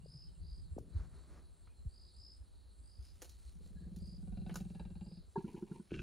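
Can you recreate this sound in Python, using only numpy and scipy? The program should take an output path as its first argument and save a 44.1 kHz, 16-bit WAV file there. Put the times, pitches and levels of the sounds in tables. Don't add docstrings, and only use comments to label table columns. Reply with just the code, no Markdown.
import sys
import numpy as np
from scipy import signal
from scipy.fft import rfft, irfft, next_fast_len
from scipy.io import wavfile

SR = 44100
rng = np.random.default_rng(int(sys.argv[2]) if len(sys.argv) > 2 else 0)


def wav_record(signal):
    frames = np.transpose(np.atleast_2d(signal))
    bounded = np.clip(frames, -1, 1)
    quanta = np.round(bounded * 32767).astype(np.int16)
    wavfile.write(sys.argv[1], SR, quanta)


N = 265482
TIME_S = np.arange(N) / SR
RING_N = SR // 4
RING_S = np.arange(RING_N) / SR


def amp(db):
    return 10 ** (np.asarray(db) / 20)


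def unit(x):
    return x / np.sqrt(np.mean(x ** 2) + 1e-30)


def peaked(x):
    return x / (abs(x).max() + 1e-30)


def at_time(curve, s):
    return np.interp(s, *np.transpose(curve))


def at_hz(curve, hz):
    knots_hz, value = np.transpose(curve)
    return np.interp(np.log(hz + 1), np.log(knots_hz + 1), value)


def add(mix, s, sound):
    part = mix[max(round(s * SR), 0):][:len(sound)]
    part += sound[:len(part)]


def noise(gain, size=N):
    padded = next_fast_len(size, True)
    spectrum = rfft(rng.standard_normal(padded)) * gain(np.fft.rfftfreq(padded, 1 / SR))
    return unit(irfft(spectrum, padded)[:size])


def hiss(spectrum, size=N):
    return noise(lambda f: amp(at_hz(spectrum, f)), size)


def band(hz, width_hz, size=N):
    return noise(lambda f: np.exp(-((f - hz) / width_hz) ** 2 / 2), size)


def swells(rows, attack_s, release_s):
    each_db = [db - 20 * (np.maximum(s - TIME_S, 0) / attack_s
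                          + np.maximum(TIME_S - s - hold_s, 0) / release_s) for s, hold_s, db in rows]
    return amp(np.max(each_db, axis=0))


def ring(modes, rise_s, rough, detune, soft=1):
    out = np.zeros(RING_N)
    for hz, db, t60_s in modes:
        tone = np.sin(2 * np.pi * hz * (1 + detune * rng.uniform(-1.48, 1)) * RING_S)
        out += amp(db - 60 * RING_S / t60_s) * (tone + rough * band(hz, hz / 7, RING_N))
    return peaked(out * (1 - np.exp(-RING_S / rise_s)) ** soft)


def air(air_db=-75, lump_db=2.5):
    # (frequency [Hz], relative level [dB])
    air_spectrum = [(20, -22.5), (150, -0.5), (700, -15.5), (2200, -25), (3400, -23), (6000, -28),
                    (9500, -19.5), (12000, -36), (16000, -31)]
    rumble_spectrum = [(15, -26), (59, -2.5), (93, -11), (124, -28), (300, -39), (390, -34.5), (660, -120)]
    # (time [s], level [dB])
    rumble_db = [(0, -62), (.45, -52), (1.3, -58), (2.3, -61.5), (3.6, -55), (4.55, -52), (5.25, -60.5),
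                 (5.9, -72)]
    sides = np.array([[1], [-1]])
    gain = amp(at_time(rumble_db, TIME_S)) * unit(amp(lump_db * band(0, 8)))
    rumble = gain * (hiss(rumble_spectrum) + 0.92 * sides * hiss(rumble_spectrum))
    low_air = 0.39 * sides * band(0, 710)
    return rumble + amp(air_db) * (hiss(air_spectrum) + low_air)


def insects(flutter_db=3.5):
    # (centre [Hz], width [Hz], level [dB])
    bands = [(4216, 360, -81), (7580, 180, -82.5), (7940, 84, -76.5), (9660, 58, -88.5),
             (10230, 290, -90.5)]
    return sum(amp(db) * unit(band(hz, width_hz) * amp(flutter_db * band(0, 6.3)))
               for hz, width_hz, db in bands)


def low_growl(chest_hz=140, beats_per_s=19):
    # (start [s], hold [s], level [dB])
    growls = [(0, 0.16, -59), (.3, 0.73, -62.5)]
    beats = np.cumsum(beats_per_s * (1 + 0.23 * band(0, 5.7))) / SR
    throb = unit(band(chest_hz, 30) * amp(3.3 * np.cos(2 * np.pi * beats)))
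    return swells(growls, attack_s=0.17, release_s=0.38) * throb


def far_birds(notes_per_s=15, arch_hz=260, waver_hz=120):
    # (start [s], length [s], level [dB], top pitch [Hz])
    phrases = [(0, 0.042, -78, 2780), (0.192, 0.23, -80.5, 2970), (1.676, 0.055, -81, 2560),
               (3.74, 0.13, -74, 1823)]
    out = np.zeros(N)
    for s, length_s, db, hz in phrases:
        t = np.arange(0, length_s, 1 / SR)
        arch = np.sin(np.pi * t / length_s)
        pitch_hz = hz + arch_hz * (arch - 1) + waver_hz * band(0, 37, len(t))
        notes = np.sin(np.pi * t * notes_per_s) ** 2
        add(out, s, amp(db) * arch ** .5 * notes * np.sin(2 * np.pi * np.cumsum(pitch_hz) / SR))
    return out


def trills(notes_per_s=56.5, climb_hz=480):
    # (start [s], length [s], level [dB], nominal pitch [Hz])
    runs = [(0.028, 0.25, -55.5, 5174), (0.392, 0.22, -59.5, 4950), (1.875, 0.23, -60, 4984),
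            (2.124, 0.23, -54, 5160), (2.807, 0.19, -64, 5000), (2.969, 0.16, -64.5, 5140),
            (3.952, 0.23, -59, 4980), (5.004, 0.19, -63, 5000)]
    out = np.zeros(N)
    for s, length_s, db, hz in runs:
        t = np.arange(0, length_s, 1 / SR)
        note_phase = np.cumsum(notes_per_s * (1 + .09 * band(0, 20, len(t)))) / SR % 1
        climb = np.minimum(2 * t / length_s, 1)
        pitch_hz = hz + 200 - climb_hz * (1 - climb) ** 2 - 800 * note_phase * (1 + note_phase)
        notes = np.exp(-((note_phase - .25) / 0.21) ** 2 / 2) * np.sin(np.pi * note_phase) ** .5
        swell = np.sin(np.pi * t / length_s) ** 0.25 * climb ** 0.69
        add(out, s, amp(db) * swell * notes * np.sin(2 * np.pi * np.cumsum(pitch_hz) / SR))
    return out


def bumps(port_lead_rad=0.47):
    # (peak time [s], level [dB], pitch [Hz], half length [s], fall [octaves per half length])
    knocks = [(0.061, -50.5, 500, 0.0018, 0.18), (0.531, -41, 56.5, 0.013, 0.09),
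              (0.724, -37.5, 77, 0.013, 0.053), (0.769, -38.5, 294, 0.0028, 0.72),
              (0.784, -37, 542, 0.0018, 0.56), (0.966, -28.5, 77.5, 0.0117, 0.27),
              (1.008, -34.5, 64, 0.013, 0.14), (1.872, -34.5, 73.4, 0.01224, 0.85),
              (2.416, -42.5, 67.3, 0.013, 0.07), (2.996, -40.5, 72.5, 0.01, 0.16),
              (3.61, -58.5, 467, 0.003, 0.18)]
    out = np.zeros((2, N))
    for s, db, hz, half_s, fall in knocks:
        halves = np.arange(-2 * half_s, 4 * half_s, 1 / SR) / half_s
        cycles = np.cumsum(hz * 2 ** (-fall * np.clip(halves, -2, 2))) / SR + rng.random()
        swell = np.exp(-halves ** 2 / np.where(halves < 0, 1, 2))
        swell *= signal.windows.tukey(len(halves), .15)
        for port, lead_rad in zip(out, (port_lead_rad, 0)):
            add(port, s - 2 * half_s, amp(db) * swell * np.sin(2 * np.pi * cycles + lead_rad))
    return out


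def snaps():
    # (time [s], relative crack level [dB], splinter over wood [dB], knock level [dB])
    breaks = [(0.786, -78, 21, -66), (1.673, -57, -27, -63.5), (3.219, -43.5, 1.5, -67),
              (3.224, -44.5, 1.5, -57), (3.294, -66.5, 16.5, -81), (3.962, -62.5, 10, -86),
              (4.495, -40, -25, -52.5), (4.542, -60.5, 14, -54), (4.557, -42, 4, -39)]
    # (frequency [Hz], relative level [dB])
    wood = [(150, -16), (350, 7.5), (800, -6), (3000, -8.5), (5000, -36), (16000, -45)]
    splinter = [(1000, -31), (3500, 2.5), (7000, 9), (16000, -3)]
    # (frequency [Hz], relative level [dB], t60 [s])
    branch = [(1028, 4.4, 0.036), (1236, 12.6, 0.022), (1457, 7.3, 0.041)]
    out = np.zeros(N)
    for s, db, bright_db, knock_db in breaks:
        crack = hiss(wood, RING_N) + amp(bright_db) * hiss(splinter, RING_N)
        crumble = peaked(amp(3.9 * band(0, 280, RING_N)))
        decay = np.exp(-RING_S / 0.0019) + amp(-0.5) * crumble * np.exp(-RING_S / 0.027)
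        add(out, s, amp(db - 7) * crack * decay)
        add(out, s, amp(knock_db) * ring(branch, rise_s=.0005, rough=.35, detune=.02))
    return out


def shudder():
    # (start [s], hold [s], level [dB])
    burst = [(0.79, 0.017, -55.5)]
    return swells(burst, attack_s=0.014, release_s=0.19) * band(120, 225)


def rustles(stir_db=-81, crackle_db=4, clump_db=2):
    # (start [s], hold [s], level [dB])
    nearby = [(1.0, 0.05, -63.5), (1.14, 0.095, -66.5), (1.33, 0.065, -63.5)]
    brushes = [(3.09, 0.4, -74.5), (3.64, 0.038, -77), (3.95, 0.44, -82.5), (4.54, 0.03, -71.5),
               (5.37, 0.38, -78.5)]
    # (frequency [Hz], relative level [dB])
    dull_spectrum = [(88, -16.5), (150, -4.5), (900, -21.5), (1350, -20), (1650, -23.5), (3090, -36),
                     (8410, -35.5), (15000, -56)]
    leaf_spectrum = [(300, -10), (2500, -0.5), (10000, 2), (12000, -9.5)]
    dull_gain = np.hypot(swells(nearby, attack_s=0.17, release_s=0.1), amp(stir_db))
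    dull = dull_gain * unit(hiss(dull_spectrum) * amp(2 * band(0, 8)))
    crackle = amp(crackle_db * band(0, 250) + clump_db * band(0, 6.2))
    return dull + swells(brushes, attack_s=0.2, release_s=0.35) * unit(hiss(leaf_spectrum) * crackle)


def chirps(hz=4140, width_hz=110, length_s=0.16):
    # (peak time [s], level [dB])
    calls = [(1.799, -77.5), (4.4, -76)]
    out, size = np.zeros(N), round(length_s * SR)
    for s, db in calls:
        add(out, s - length_s / 2, amp(db) * signal.windows.hann(size) * band(hz, width_hz, size))
    return out


def growl(start_s=3.55, end_s=5.2, jitter_s=.0016, chest_lag_s=0.00373, rasp_db_per_s=8.5):
    # (frequency [Hz], relative level [dB], t60 [s])
    throat_modes = [(384, 1, 0.083), (536, 2, 0.063), (760, 5.5, 0.067), (1194, -9.5, 0.059),
                    (1534, -13, 0.18)]
    rasp_modes = [(2420, -6, 0.052), (2740, -7.5, 0.14), (3880, 0, 0.043), (4770, -8, 0.042)]
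    chest_modes = [(180, 0, .06), (126, -9, .065), (335, -22, .06)]
    # (time [s], relative level [dB])
    effort_db = [(3.65, -56), (3.76, -49), (4.01, -43), (4.14, -49.5), (4.26, -43.5), (4.47, -40),
                 (4.8, -42.5), (4.93, -46.5), (5.02, -43), (5.18, -48.5)]
    # (time [s], level [dB])
    mouth_db = [(4.17, -77), (4.275, -59.5), (4.37, -56.5), (4.42, -63), (4.465, -49.5), (4.52, -57.5),
                (4.605, -55.5), (4.655, -61.5), (4.745, -52.5), (4.8, -46.5), (4.853, -57), (4.92, -63.5),
                (5.02, -59.5), (5.18, -69.5)]
    # (time [s], rate [beats/s])
    pace = [(3.6, 20.3), (3.8, 18.6), (4.17, 19.3), (4.23, 21.15), (4.72, 21.05), (4.8, 18.7)]
    # (time [s], frequency ratio)
    tuning = [(4.45, .97), (4.78, 1.08)]
    out, s = np.zeros(N), start_s
    while s < end_s:
        push = rng.standard_normal()
        beat_s = s + jitter_s * rng.standard_normal()
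        chest_db = at_time(effort_db, s) + 2.5 + 1.1 * push
        throat_db = at_time(mouth_db, s) + 1.5 * push
        rasp_db = throat_db - 15 + rasp_db_per_s * (s - start_s)
        chest = ring(chest_modes, rise_s=0.012, rough=0.2, detune=0.02, soft=1.4)
        tuned_modes = [(hz * at_time(tuning, s), db, t60_s) for hz, db, t60_s in throat_modes]
        add(out, beat_s + chest_lag_s, amp(chest_db) * chest)
        add(out, beat_s, amp(throat_db) * ring(tuned_modes, rise_s=0.003, rough=0.55, detune=0.03))
        add(out, beat_s, amp(rasp_db) * ring(rasp_modes, rise_s=0.001, rough=0.5, detune=0.015))
        s += 1 / at_time(pace, s)
    return out


def gravel(grain_db=6.5):
    # (start [s], hold [s], level [dB])
    breath = [(3.65, 1.5, -74)]
    rough_air = unit(band(430, 162) * amp(grain_db * band(0, 36)))
    return swells(breath, attack_s=0.084, release_s=0.19) * rough_air


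def pop():
    # (frequency [Hz], relative level [dB], t60 [s])
    mouth_modes = [(921, 11.5, 0.047), (1644, -14.5, 0.071)]
    return ring(mouth_modes, rise_s=.003, rough=.22, detune=.015, soft=1.5)


def hum():
    return ring([(396, 0, 0.085)], rise_s=0.012, rough=0.2, detune=0.015)


def grunts(cough_s=5.357, pop_lead_s=.039, hum_lead_s=0.017):
    # (time [s], relative chest level [dB], pop level [dB])
    beats = [(5.378, -35, -54), (5.445, -37, -49.5), (5.543, -40, -62), (5.626, -38, -55),
             (5.715, -38.5, -65), (5.798, -44, -65)]
    # (frequency [Hz], relative level [dB], t60 [s])
    chest_modes = [(189, 14.5, 0.025), (366, 2.5, 0.034), (933, -7, 0.019), (1450, -17.5, 0.028)]
    # (centre [Hz], width [Hz], level [dB])
    gargle_bands = [(179, 170, -59), (910, 105, -71.5), (2500, 490, -78.5)]
    out = np.zeros(N)
    add(out, cough_s, amp(-33) * pop() + amp(-34.5) * hum())
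    for s, db, pop_db in beats:
        add(out, max(s - pop_lead_s, cough_s), amp(pop_db) * pop())
        add(out, s - hum_lead_s, amp(db - 18) * hum())
        chest = ring(chest_modes, rise_s=0.059, rough=0.55, detune=0.04, soft=2)
        add(out, s - .004, amp(db + 3.5) * chest)
    size = round((beats[-1][0] - cough_s + 0.015) * SR)
    gargle = sum(amp(db) * band(hz, width_hz, size) for hz, width_hz, db in gargle_bands)
    flutter = unit(amp(6.4 * band(0, 23, size)))
    add(out, cough_s, gargle * flutter * signal.windows.tukey(size, .15))
    return out


def snarl(hold_s=.12, rasp_air_db=-62, hiss_db=-68, throat_db=-44):
    # (time [s], relative rasp level [dB], relative chest level [dB])
    beats = [(5.907, -49.5, -51), (5.9171, -53, -34), (5.94, -40, -52), (5.948, -48, -44.5),
             (5.967, -59, -45.5), (5.978, -52, -54), (5.992, -36, -42.5)]
    # (frequency [Hz], relative level [dB], t60 [s])
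    rasp_modes = [(1542, -0.5, 0.045), (2270, -7, 0.024), (2696, 5.5, 0.03), (3160, -7, 0.017)]
    chest_modes = [(345, 0, 0.07), (170, -3, 0.04)]
    start_s, third_beat_s = beats[0][0], beats[2][0]
    grain = amp(4 * band(0, 110))
    rasp = unit(grain * sum(amp(db) * band(hz, 130) for hz, db, _ in rasp_modes))
    teeth = unit(grain * band(3400, 3600))
    out = rasp * swells([(start_s + 0.0087, hold_s, rasp_air_db)], attack_s=0.011, release_s=.05)
    out += teeth * swells([(start_s + 0.054, hold_s, hiss_db)], attack_s=0.13, release_s=.05)
    out += band(85, 89) * swells([(third_beat_s, hold_s, throat_db)], attack_s=0.032, release_s=.05)
    for s, rasp_db, chest_db in beats:
        add(out, s, amp(rasp_db - 2.5) * ring(rasp_modes, rise_s=0.0003, rough=0.7, detune=0.04))
        chest = ring(chest_modes, rise_s=0.0015, rough=0.35, detune=0.025)
        add(out, s + 0.0016, amp(chest_db + 2) * chest)
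    return out


def outdoors(x, wet_db, t60_s, echoes_per_s=3000):
    taps = rng.standard_normal((3, RING_N)) * (rng.random((3, RING_N)) < echoes_per_s / SR)
    taps *= amp(-60 * RING_S / t60_s) * (RING_S > .004)
    tail = taps[0] + 0.5 * taps[1:]
    return x + amp(wet_db) * signal.oaconvolve(x[None], tail / np.linalg.norm(tail[0]), axes=1)[:, :N]


def scene():
    cats = outdoors(growl() + gravel() + grunts() + snarl() + low_growl(), wet_db=-13, t60_s=.2)
    twigs = outdoors(snaps(), wet_db=-8.5, t60_s=0.089)
    callers = outdoors(trills() + far_birds(), wet_db=-3, t60_s=.24)
    return cats + twigs + callers + bumps() + shudder() + chirps() + insects() + rustles() + air()


def record(dry):
    # (frequency [Hz], phase difference [rad])
    port_phase = [(5000, 0.2), (6750, 0.03), (7900, 2.99), (8600, 3.02), (9200, 1.22), (11000, 0.39),
                  (15000, 1.24)]
    size = next_fast_len(N + 2048, True)
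    phase_rad = at_hz(port_phase, np.fft.rfftfreq(size, 1 / SR))
    ports = irfft(rfft(dry, size) * np.exp(1j * phase_rad * np.array([[.5], [-.5]])), size)[:, :N]
    lowpass = signal.firwin(511, 15800, window=("kaiser", 9), fs=SR)
    return signal.oaconvolve(ports, lowpass[None], "same")


dry = scene()
out = record(dry)
wav_record(out)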